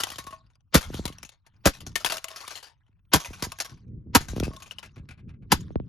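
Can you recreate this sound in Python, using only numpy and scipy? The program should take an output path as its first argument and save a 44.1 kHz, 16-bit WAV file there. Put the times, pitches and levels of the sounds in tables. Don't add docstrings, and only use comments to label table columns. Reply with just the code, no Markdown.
import sys
import numpy as np
from scipy import signal
from scipy.fft import rfft, irfft, next_fast_len
from scipy.io import wavfile
from scipy.ndimage import uniform_filter1d, map_coordinates

SR = 44100
rng = np.random.default_rng(int(sys.argv[2]) if len(sys.argv) > 2 else 0)


def nominal_scale(level):
    x = np.asarray(level, float) / 20
    return 10 ** x


def inscribe(sig):
    pcm = np.round(np.clip(np.atleast_2d(sig).T, -1, 1) * 32767)
    wavfile.write(sys.argv[1], SR, pcm.astype(np.int16))


N = 259308

# start_s, peak_db, ring_hz
CHIPS = [(.0354, -14, 3123), (1.565, -56, 4970), (1.752, -40, 4060), (1.77, -42, 3020), (1.787, -45, 2940),
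         (4.19, -36, 3004), (4.86, -44, 5477), (.1029, -27, 3004), (.2402, -39, 960), (.4655, -55.5, 4960),
         (.5348, -61, 3560), (.555, -51, 4860), (.6067, -54, 1443), (1.0549, -20, 3923),
         (1.1846, -34.5, 5843), (1.2304, -31, 5770), (1.292, -35.5, 2672), (1.918, -46.5, 2980),
         (2.1693, -22.5, 5050), (2.1821, -26.5, 2886), (2.243, -15.5, 621.4), (2.2838, -31.5, 2960),
         (2.4787, -28, 1180), (2.835, -66.5, 3052), (2.865, -60, 3000), (2.915, -63, 2590),
         (2.881, -60, 2500), (2.929, -62, 2640), (2.993, -60, 2635), (3.052, -61.5, 2490),
         (3.88, -58.5, 2407), (3.5197, -24.5, 1218), (3.5876, -27, 1690), (4.4005, -17, 594.8),
         (4.5649, -35, 3514), (4.6015, -42, 3500), (5.6077, -37.5, 949.6)]
# start_s, peak_db, ring_hz
PIECES = [(.0034, -17, 1296), (.0704, -27.5, 1549), (.1182, -28.5, 1171), (.1589, -31.5, 3157),
          (.1842, -23.5, 1154), (.2678, -32.5, 1139), (.3081, -39.5, 1057), (.5024, -57, 1480),
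          (.775, -19, 1401), (.811, -25, 1560), (.9419, -26.5, 524), (1.0792, -23, 1198),
          (1.1262, -37.5, 2908), (1.25, -37, 2596), (1.4652, -46.5, 1560), (1.8059, -34, 3089),
          (1.8661, -26.5, 6016), (1.957, -13, 3068), (2.0477, -10.5, 3351), (2.0624, -12, 2563),
          (2.1222, -14.5, 644), (2.3612, -27, 5040), (2.372, -33, 4450), (2.576, -34.5, 4230),
          (2.14, -26, 645), (3.4245, -17, 1378), (3.4389, -18.5, 2012), (3.6024, -15.5, 1427),
          (3.6481, -27, 1125), (3.7738, -52.5, 2330), (4.535, -39.5, 1106), (4.623, -33, 2548),
          (4.8592, -46.5, 2406)]
# start_s, peak_db, ring_hz
HALVES = [(.0854, -33.5, 691), (.3258, -36.5, 1018), (.4388, -63.5, 1358), (.8282, -29, 1276),
          (.9694, -31.5, 1385), (1.3191, -49.5, 2130), (1.5396, -57, 1610), (1.7372, -35.5, 2530),
          (2.0001, -30.5, 656), (2.0993, -18, 1557), (2.1524, -26.5, 729), (2.3034, -32.5, 1026),
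          (2.4057, -32.5, 4410), (2.5069, -28.5, 1614), (2.555, -30, 4240), (2.6283, -35, 1484),
          (2.6648, -42.5, 1593), (2.6964, -49, 882), (3.1998, -25, 944), (3.248, -24, 2472),
          (3.3318, -34.5, 1520), (3.3954, -37.5, 1480), (3.6958, -40, 5680), (3.8094, -69, 2385),
          (4.2065, -28.5, 1556), (4.2844, -30, 1583), (4.3615, -32, 550), (4.434, -25.5, 2550),
          (4.661, -39.5, 2450)]
# start_s, peak_db, ring_hz
PINGS = [
    (4.7107, -32.5, 2896),
    (4.7851, -32.5, 2962),
    (4.8942, -59, 2750),
]
# start_s, peak_db, ring_hz
WOBBLE = [(4.8281, -31, 1620), (4.959, -42.5, 1134), (4.9783, -47.5, 552), (4.845, -38, 1997),
          (5.0886, -36.5, 2385), (5.108, -40, 2304), (5.176, -52.5, 1080), (5.19, -49.5, 2290),
          (5.278, -53.5, 1410), (5.292, -47, 2442), (5.3397, -54.5, 1555), (5.4231, -52.5, 834)]
HALF_HZ = [1444, 1661.6, 2090, 2356, 2550]
# pitch_hz, level_db (per Hz)
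SHARD = [(150, -45.5), (250, -14), (670, -2), (1900, -6.5), (4800, -5), (7000, -3.5), (8500, -1.5),
         (12000, -7.5), (14500, -7), (16400, -17)]
# time_s, left_db (louder to the left)
PLACE = [(0, 1.27), (.6, 1.77), (1.9, 1.12), (2.5, 3), (3.1, -1), (4.3, 0.59), (5.1, 1), (5.88, 0.26)]
# start_s, peak_db, low_tone_db
ROCKS = [(0.117, -34.5, -19), (0.1889, -34.5, -25.5), (0.247, -44, -22), (0.2698, -30, -22.5),
         (0.3259, -33.5, -10), (0.3958, -52.5, -12), (1.0798, -40.5, -21.5), (2.123, -36, 5),
         (2.2454, -43.5, 1), (2.3022, -41.5, -2), (2.3395, -45, -7), (2.4056, -43.5, -20),
         (2.476, -45, -12), (3.518, -38.5, -13), (3.6534, -46.5, -21), (3.683, -49, -10),
         (3.722, -65, -32.5), (4.5132, -41.5, -10), (4.534, -45.5, -0.5), (4.5671, -41, -16),
         (4.6042, -47, -16.5), (4.632, -42.5, -18)]
# pitch_hz, t60_s (time to fall by 60 dB)
HANDSET = [(645, 0.14), (1098, 0.13)]
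# time_s, level_db
SKID = [(0.0, -43), (0.64, -89), (0.95, -49), (1.1, -61.5), (1.42, -81), (2.15, -62.5), (2.5, -49.5),
        (2.72, -77), (3.16, -86.5), (3.31, -55.5), (3.72, -63.5), (3.9, -82.5), (4.17, -83.5), (4.31, -57),
        (4.62, -63), (5.42, -92), (5.6, -63), (5.8, -75.5)]
# pitch_hz, level_db (per Hz)
GRIT = [(150, -49.5), (250, -26), (840, -10), (1070, -5), (1900, -12), (5700, -12), (8500, -15.5),
        (12000, -25.5), (14500, -23), (16400, -37.5)]
# peak_s, level_db, width_s (time to fall by 20 dB)
GUSTS = [(.0, -49, 0.1023), (.2, -60, 0.324), (.44, -61.5, 0.22), (.97, -45.5, 0.29), (1.58, -57.5, 0.1462),
         (1.86, -48.5, 0.2589), (2.35, -67.5, 1.21), (3.05, -66, 0.26), (3.4, -47.5, 0.1931),
         (3.73, -52, 0.12), (3.93, -44.5, 0.1289), (4.071, -45.5, 0.34), (4.41, -40, 0.2272),
         (4.8, -56, -0.52), (5.0, -54.5, 0.1145), (5.1, -57, -0.02), (5.27, -54, -0.08), (5.42, -58, -0.23),
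         (5.6, -49.5, -0.18), (5.76, -49.5, 0.8463), (5.86, -48.5, 0.82)]
# pitch_hz, level_db (per Hz)
BUFFET = [(15, -47.5), (30, -9.5), (107, 0.5), (199, -8), (350, -21), (519, -34), (769, -62.5), (1500, -78),
          (1950, -106), (3300, -120)]
# start_s, level_db, direction (+1 or -1)
SNAPS = [(0.9021, -24.5, 1), (0.9432, -22.5, 1), (0.9936, -20, -1), (1.0534, -21.5, 1), (1.1002, -32, -1),
         (1.831, -42.5, -1), (1.8682, -31, 1), (3.3057, -31, 1), (3.4249, -22.5, 1), (3.467, -29, -1),
         (4.333, -25, 1), (4.364, -19.5, 1), (4.3796, -19, -1), (4.4034, -15.5, 1), (4.4277, -13.5, -1),
         (4.4681, -25.5, -1), (4.4792, -19.5, 1), (4.506, -30, -1), (5.7055, -28.5, -1), (5.7571, -12, -1),
         (5.8, -22, 1)]
# suction_s, level_db, shove_earlier_s, shove_db (against suction)
THUDS = [
    (0.7542, -8, .009, -3.5),
    (1.6578, -8, 0.0021, -10),
    (3.141, -13.5, 0.0043, -5.5),
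    (4.161, -15, 0.0026, 3),
    (5.526, -14, 0.0035, -14.5),
]
# start_s, level_db, direction (+1 or -1), corner_hz
HEAVES = [(.088, -44.5, 1, 550), (0.119, -42.5, -1, 450), (0.189, -36.5, 1, 550), (0.247, -48, 1, 450),
          (0.269, -39, -1, 550), (0.306, -46, 1, 500), (.327, -45.5, 1, 500), (1.807, -38, -1, 300),
          (1.876, -32, 1, 200), (1.903, -28, -1, 220), (3.716, -33.5, 1, 200), (4.07, -32, -1, 300),
          (.849, -18, -1, 75), (0.867, -15, 1, 75), (0.963, -24, -1, 65), (1.021, -24, 1, 65),
          (1.233, -43, -1, 402), (1.2491, -43, 1, 353), (2.891, -53.5, 1, 300), (3.279, -20, 1, 77.4),
          (4.207, -30, 1, 500), (4.285, -11.5, -1, 65), (4.31, -13.5, 1, 65), (4.49, -28.5, 1, 70),
          (4.55, -37, 1, 402), (4.967, -37, -1, 401), (4.975, -35.5, -1, 377), (4.985, -37.5, 1, 300),
          (4.996, -27, -1, 197), (5.259, -33.5, 1, 197), (5.275, -33, -1, 120)]
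# start_s, level_db, lead_in_db, bottom_s (until the head bottoms out), shell_ring_hz
BLOWS = [
    (0.7430, -11, -12.5, 0.0071, 520),
    (1.6559, -13, -16.5, .005, 561.8),
    (3.1350, -10, -7.5, .009, 996.7),
    (4.1493, -11.5, -16.5, 0.016, 945.2),
    (5.5188, -10, -16, .006, 898.5),
]
# after_contact_s, level_db, t60_s
STAGES = [
    [(0, 0, .05), (.004, 0.5, .05), (.010, 0, .05), (.017, -4.5, .07), (.030, -14, .06)],
    [(0, 4, .05), (.005, -1, .06), (.0155, 0, .05), (.022, -9, .07), (.032, -19, .07)],
    [(0, 2.5, .06), (.005, -1, .06), (.010, -3, .06), (.019, -7.5, .07), (.027, -13.5, .08)],
    [(0, 1.5, .05), (.004, 3.5, .05), (.008, 1.5, .05), (.012, -3, .05), (.020, -6.5, .03)],
    [(0, 2, .05), (.003, -1.5, .05), (.007, -9, .06), (.014, -18, .06)],
]
# pitch_hz, level_db (per Hz)
CRUNCH = [(90, -19), (150, -3), (280, -4), (420, -11), (650, -15.5), (1000, -12.5), (1500, -13.5),
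          (5500, -17), (7200, -16), (9000, -18.5), (12000, -23), (14500, -26), (16400, -30)]
# pitch_hz, width_hz, level_db
SHELL = [(1400, 400, -5.5), (1650, 30, -16), (3500, 50, -32), (5040, 320, -7.5), (7430, 480, -16),
         (11900, 1100, -4.5)]
# pitch_hz, t60_s
YARD = [(300, 0.033), (2000, 0.11), (10000, 0.25)]
# pitch_hz, lead_radians
LEAD = [(0, 0), (600, 0.7), (1120, 0.9), (2580, 1.1), (4050, -0.5), (4650, 0.6), (5510, 0.2), (6720, -0.7),
        (7840, -3.1), (8870, -3.2), (10300, -6.2), (13000, -6.4), (14000, -9.3), (16100, -9.5)]
# pitch_hz, left_minus_right_db
LEAN = [(60, -0.5), (110, 0.0), (200, -0.5), (380, 0.0), (700, 2.0), (1290, 2.0), (2380, 3.5), (4400, 4.0),
        (8120, 1.0), (15000, 0.0)]
# pitch_hz, level_db (per Hz)
HISS = [(18, -35.5), (30, -6.5), (115, -3.5), (199, -38.5), (311, -28), (404, -58.5), (2830, -39),
        (3490, -48), (16000, -51)]
# pitch_hz, level_db
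GATE = [(300, -110), (2000, -100), (7000, -86.5), (8500, -90.5), (10500, -90.5), (15000, -90)]


def unit(x):
    return x / np.sqrt(np.mean(x ** 2) + 1e-20)


def along(points, hz):
    f, v = np.transpose(points)
    return np.interp(np.log(hz + 1), np.log(f + 1), v)


def curve(rows):
    return np.interp(np.arange(N) / SR, *np.transpose(rows))


def filtered(x, response):
    m = next_fast_len(x.shape[-1] + 8192)
    spectrum = rfft(x, m) * response(np.fft.rfftfreq(m, 1 / SR))
    return irfft(spectrum, m)[..., :x.shape[-1]]


def resonance(f, hz, width):
    return 1j * f * width / (hz * hz - f * f + 1j * f * width)


def ring(t, hz, t60):
    return np.sin(2 * np.pi * hz * t) * nominal_scale(-60 * t / t60) * (1 - np.exp(-t / 0.00036))


def crackle(shape, rate, spread_db, share):
    size = nominal_scale(spread_db * np.minimum(rng.exponential(size=shape), 3))
    clicks = (rng.random(shape) < rate / SR) * size * rng.standard_normal(shape)
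    return np.sqrt(1 - share) * unit(clicks) + np.sqrt(share) * rng.standard_normal(shape)


def wander(count, every):
    points = rng.standard_normal(count // every + 3)
    return map_coordinates(points, [np.arange(count) / every])


def add(track, x, s):
    i = max(round(s * SR), 0)
    track[:, i:i + x.shape[-1]] += x


def land(track, landings, rattle_s, ring_db, click_db, dull_hz, fixed_hz=None):
    t = np.arange(SR // 5) / SR
    for s, db, ring_hz in landings:
        fade = nominal_scale(-60 * t / rattle_s) * (1 - np.exp(-t / (0.012 * rattle_s)))
        cracks = crackle(t.shape, 2000, spread_db=3, share=.25)
        cracks = cracks + .4 * rng.standard_normal((2, len(t)))
        chance_hz = np.exp(rng.uniform(np.log(900), np.log(7000), size=4))
        modes = np.append(ring_hz, chance_hz if fixed_hz is None else fixed_hz)
        body = lambda f: 1 + 1.7 * sum(resonance(f, hz, 0.057 * hz) for hz in modes)
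        dull = lambda f: 1 / np.sqrt(1 + (f / dull_hz) ** 2)
        rattle = filtered(fade * cracks, lambda f: nominal_scale(along(SHARD, f)) * body(f) * dull(f))
        rattle = rattle / np.abs(rattle).max()
        ping = min(ring_hz / 2600, 1) ** 2 * ring(t, ring_hz, .016)
        click = nominal_scale(click_db - 60 * t / 0.0026) * rng.standard_normal(len(t))
        click = filtered(click, lambda f: 1 / (1 + 1j * f / 7000) ** 2)
        sound = rattle + nominal_scale(ring_db) * ping + click
        pan_db = np.interp(s, *np.transpose(PLACE)) + rng.normal(0, .8)
        add(track, nominal_scale(db + 4.5) * sound * nominal_scale([[pan_db], [-pan_db]]), s - .0008)


def debris():
    out = np.zeros((2, N + SR))
    land(out, PIECES, rattle_s=0.078, ring_db=-8, click_db=-1, dull_hz=10000)
    land(out, CHIPS, rattle_s=0.034, ring_db=-11, click_db=-5.5, dull_hz=13000)
    land(out, HALVES, rattle_s=0.15, ring_db=-6, click_db=-5.5, dull_hz=4900)
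    land(out, PINGS, rattle_s=0.058, ring_db=3.9, click_db=-9, dull_hz=6000)
    land(out, WOBBLE, rattle_s=0.11, ring_db=-7.5, click_db=-14, dull_hz=2600, fixed_hz=HALF_HZ)
    return out[:, :N]


def skid():
    grains = crackle(N, 1200, spread_db=2.5, share=.4) + .4 * rng.standard_normal((2, N))
    z = signal.stft(grains, nperseg=256)[2]
    patches = uniform_filter1d(rng.standard_normal(z.shape[1:]), size=5, axis=0)
    patches = uniform_filter1d(patches, size=6, axis=1)
    rough = signal.istft(z * nominal_scale(4.5 * unit(patches)), nperseg=256)[1][:, :N]
    return nominal_scale(curve(SKID) + 3.0) * unit(filtered(rough, lambda f: nominal_scale(along(GRIT, f))))


def buffeting():
    eddies = crackle(N, 200, spread_db=2, share=.5) + .3 * rng.standard_normal((2, N))
    now = np.arange(N) / SR
    strength = nominal_scale(-80)
    for s, db, width in GUSTS:
        strength = strength + nominal_scale(db - 20 * np.abs((now - s) / width) ** 1.8)
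    strength = strength * nominal_scale(2 * wander(N, 2500))
    buffet = unit(filtered(eddies, lambda f: nominal_scale(along(BUFFET, f))))
    lows = filtered(buffet, lambda f: 1 / (1 + (f / 140) ** 6))
    brightness = np.minimum(strength / nominal_scale(-50), 1.4) ** .8
    return strength * (lows + (buffet - lows) * brightness)


def pressure_step(f, corner_hz, sharp):
    edge = sharp * (corner_hz / 500) ** 3 / (1 + (f / 3800) ** 4)
    rounded = 1 / (1 + (f / corner_hz) ** 3.7)
    leak = 1j * f * f / (f + 30) * 14 / (60 ** 2 + f * f) ** 0.7505
    return leak * (rounded + edge) * (1 + 0.76 * resonance(f, 66, 35))


def air_jumps():
    jumps = [(s, db, way, 500 if s < 5.6 else 530) for s, db, way in SNAPS]
    for s, db, earlier, shove_db in THUDS:
        jumps.append((s - earlier, db + shove_db, 1, 372))
        jumps.append((s, db, -1, 372))
        jumps.append((s + 0.0078, db - 5.5, 1, 283))
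    jumps.extend(HEAVES)
    out = np.zeros((2, N + SR))
    kick = np.zeros(SR // 5)
    kick[SR // 10] = 1
    for s, db, direction, corner_hz in jumps:
        twist, sharp = (1.4, .035) if s > 5.6 else (.4, .017)
        turn = np.exp(.5j * twist * np.array([[1], [-1]]))
        jump = filtered(kick, lambda f: pressure_step(f, corner_hz, sharp) * turn)
        add(out, np.sign(direction) * nominal_scale(db + 38) * jump, s - .1)
    return out[:, :N]


def microphone_hiss():
    noise = rng.standard_normal((2, N))
    return nominal_scale(-69.0) * unit(filtered(noise, lambda f: nominal_scale(along(HISS, f))))


def handset():
    out, t = np.zeros((2, N + SR)), np.arange(SR // 5) / SR
    (low_hz, low_t60), (high_hz, high_t60) = HANDSET
    for s, db, low_db in ROCKS:
        chatter = nominal_scale(3 * wander(len(t), 300))
        bend = 1 + .005 * rng.standard_normal(3)
        tones = ring(t, bend[0] * high_hz, high_t60)
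        tones = tones + nominal_scale(low_db + 0.5) * ring(t, bend[1] * low_hz, low_t60)
        tones = tones + nominal_scale(-15.5) * ring(t, bend[2] * 1460, 0.065)
        add(out, nominal_scale(db - 3.5) * chatter * tones, s)
    return out[:, :N]


def hammer():
    out, lead = np.zeros((2, N + SR)), .018
    t = np.arange(SR // 4) / SR - lead
    for (s, db, lead_db, bottom_s, ring_hz), stages in zip(BLOWS, STAGES):
        graze = (t < 0) * nominal_scale(lead_db + 30 * t / lead)
        power = 0
        for after, g, t60 in [*stages, (0, -23.5, .16)]:
            power = power + (t >= after) * nominal_scale(2 * g - 120 * np.maximum(t - after, 0) / t60)
        cracks = crackle(t.shape, 5000, spread_db=3, share=.4) + .4 * rng.standard_normal((2, len(t)))
        cracks = nominal_scale(1.2 * wander(len(t), 60)) * cracks
        hollow = lambda f: 1.5 * resonance(f, ring_hz, 110)
        body = lambda f: 1 + hollow(f) + sum(nominal_scale(g) * resonance(f, c, w) for c, w, g in SHELL)
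        colour = lambda f: nominal_scale(along(CRUNCH, f)) * body(f)
        dull_graze = filtered(graze * cracks, lambda f: 1 / (1 + (f / 6000) ** 6))
        force = np.sqrt(power) * cracks + dull_graze
        crunch = filtered(force, colour) / np.std(filtered(cracks, colour))
        add(out, nominal_scale(db) * crunch, s - lead)
        add(out, nominal_scale(db + 7.5) * ring(t + lead, ring_hz, 0.013), s + bottom_s)
        add(out, nominal_scale(db - 3) * ring(t + lead, 288, 0.039), s + .003)
    return out[:, :N]


def yard(x):
    hz, t, z = signal.stft(rng.standard_normal((2, SR // 3)), SR, nperseg=256)
    tail = signal.istft(z * nominal_scale(-60 * t / along(YARD, hz)[:, None]), SR, nperseg=256)[1]
    late = np.pad(x, ((0, 0), (250, 0)))
    return signal.fftconvolve(late, tail / np.linalg.norm(tail[0]), axes=1)[:, :N]


def scene():
    hits = debris() + handset() + hammer()
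    echo = nominal_scale(-11) * filtered(yard(hits), lambda f: 1 / (1 + (f / 5000) ** 4))
    air = hits + echo + skid()
    side = np.array([[.5], [-.5]])
    path = lambda f: nominal_scale(side * along(LEAN, f)) * np.exp(1j * side * along(LEAD, f))
    return filtered(air, path) + buffeting() + air_jumps() + microphone_hiss()


def top_cut(x):
    return signal.sosfilt(signal.butter(12, 16520, fs=SR, output="sos"), x)


def record(dry):
    turns = 1.3
    delay = lambda f: np.exp(-2j * np.pi * turns * np.log((f + 10) / (f + 1200)))
    smeared = filtered(dry, lambda f: delay(f) * (f < 16500))
    hz, _, z = signal.stft(smeared, SR, nperseg=512)
    power = uniform_filter1d(np.abs(z) ** 2, size=7, axis=1)
    power = uniform_filter1d(power, size=3, axis=2).mean(0)
    keep = power / (power + nominal_scale(2 * along(GATE, hz))[:, None])
    pair = np.array([z[0] + z[1], z[0] - z[1]]) / 2
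    level = uniform_filter1d(np.abs(pair) ** 2, size=9, axis=1)
    level = uniform_filter1d(level, size=5, axis=2)
    pair = pair * ((level > .17 * level[::-1]) | (level > nominal_scale(-114)) | (hz < 6000)[:, None])
    ports = np.array([pair[0] + pair[1], pair[0] - pair[1]])
    x = signal.istft(ports * keep, SR, nperseg=512)[1][:, :N]
    x = x / (1 + np.abs(x / 0.95) ** 6) ** (1 / 6)
    return top_cut(x)


dry = scene()
out = record(dry)
inscribe(out)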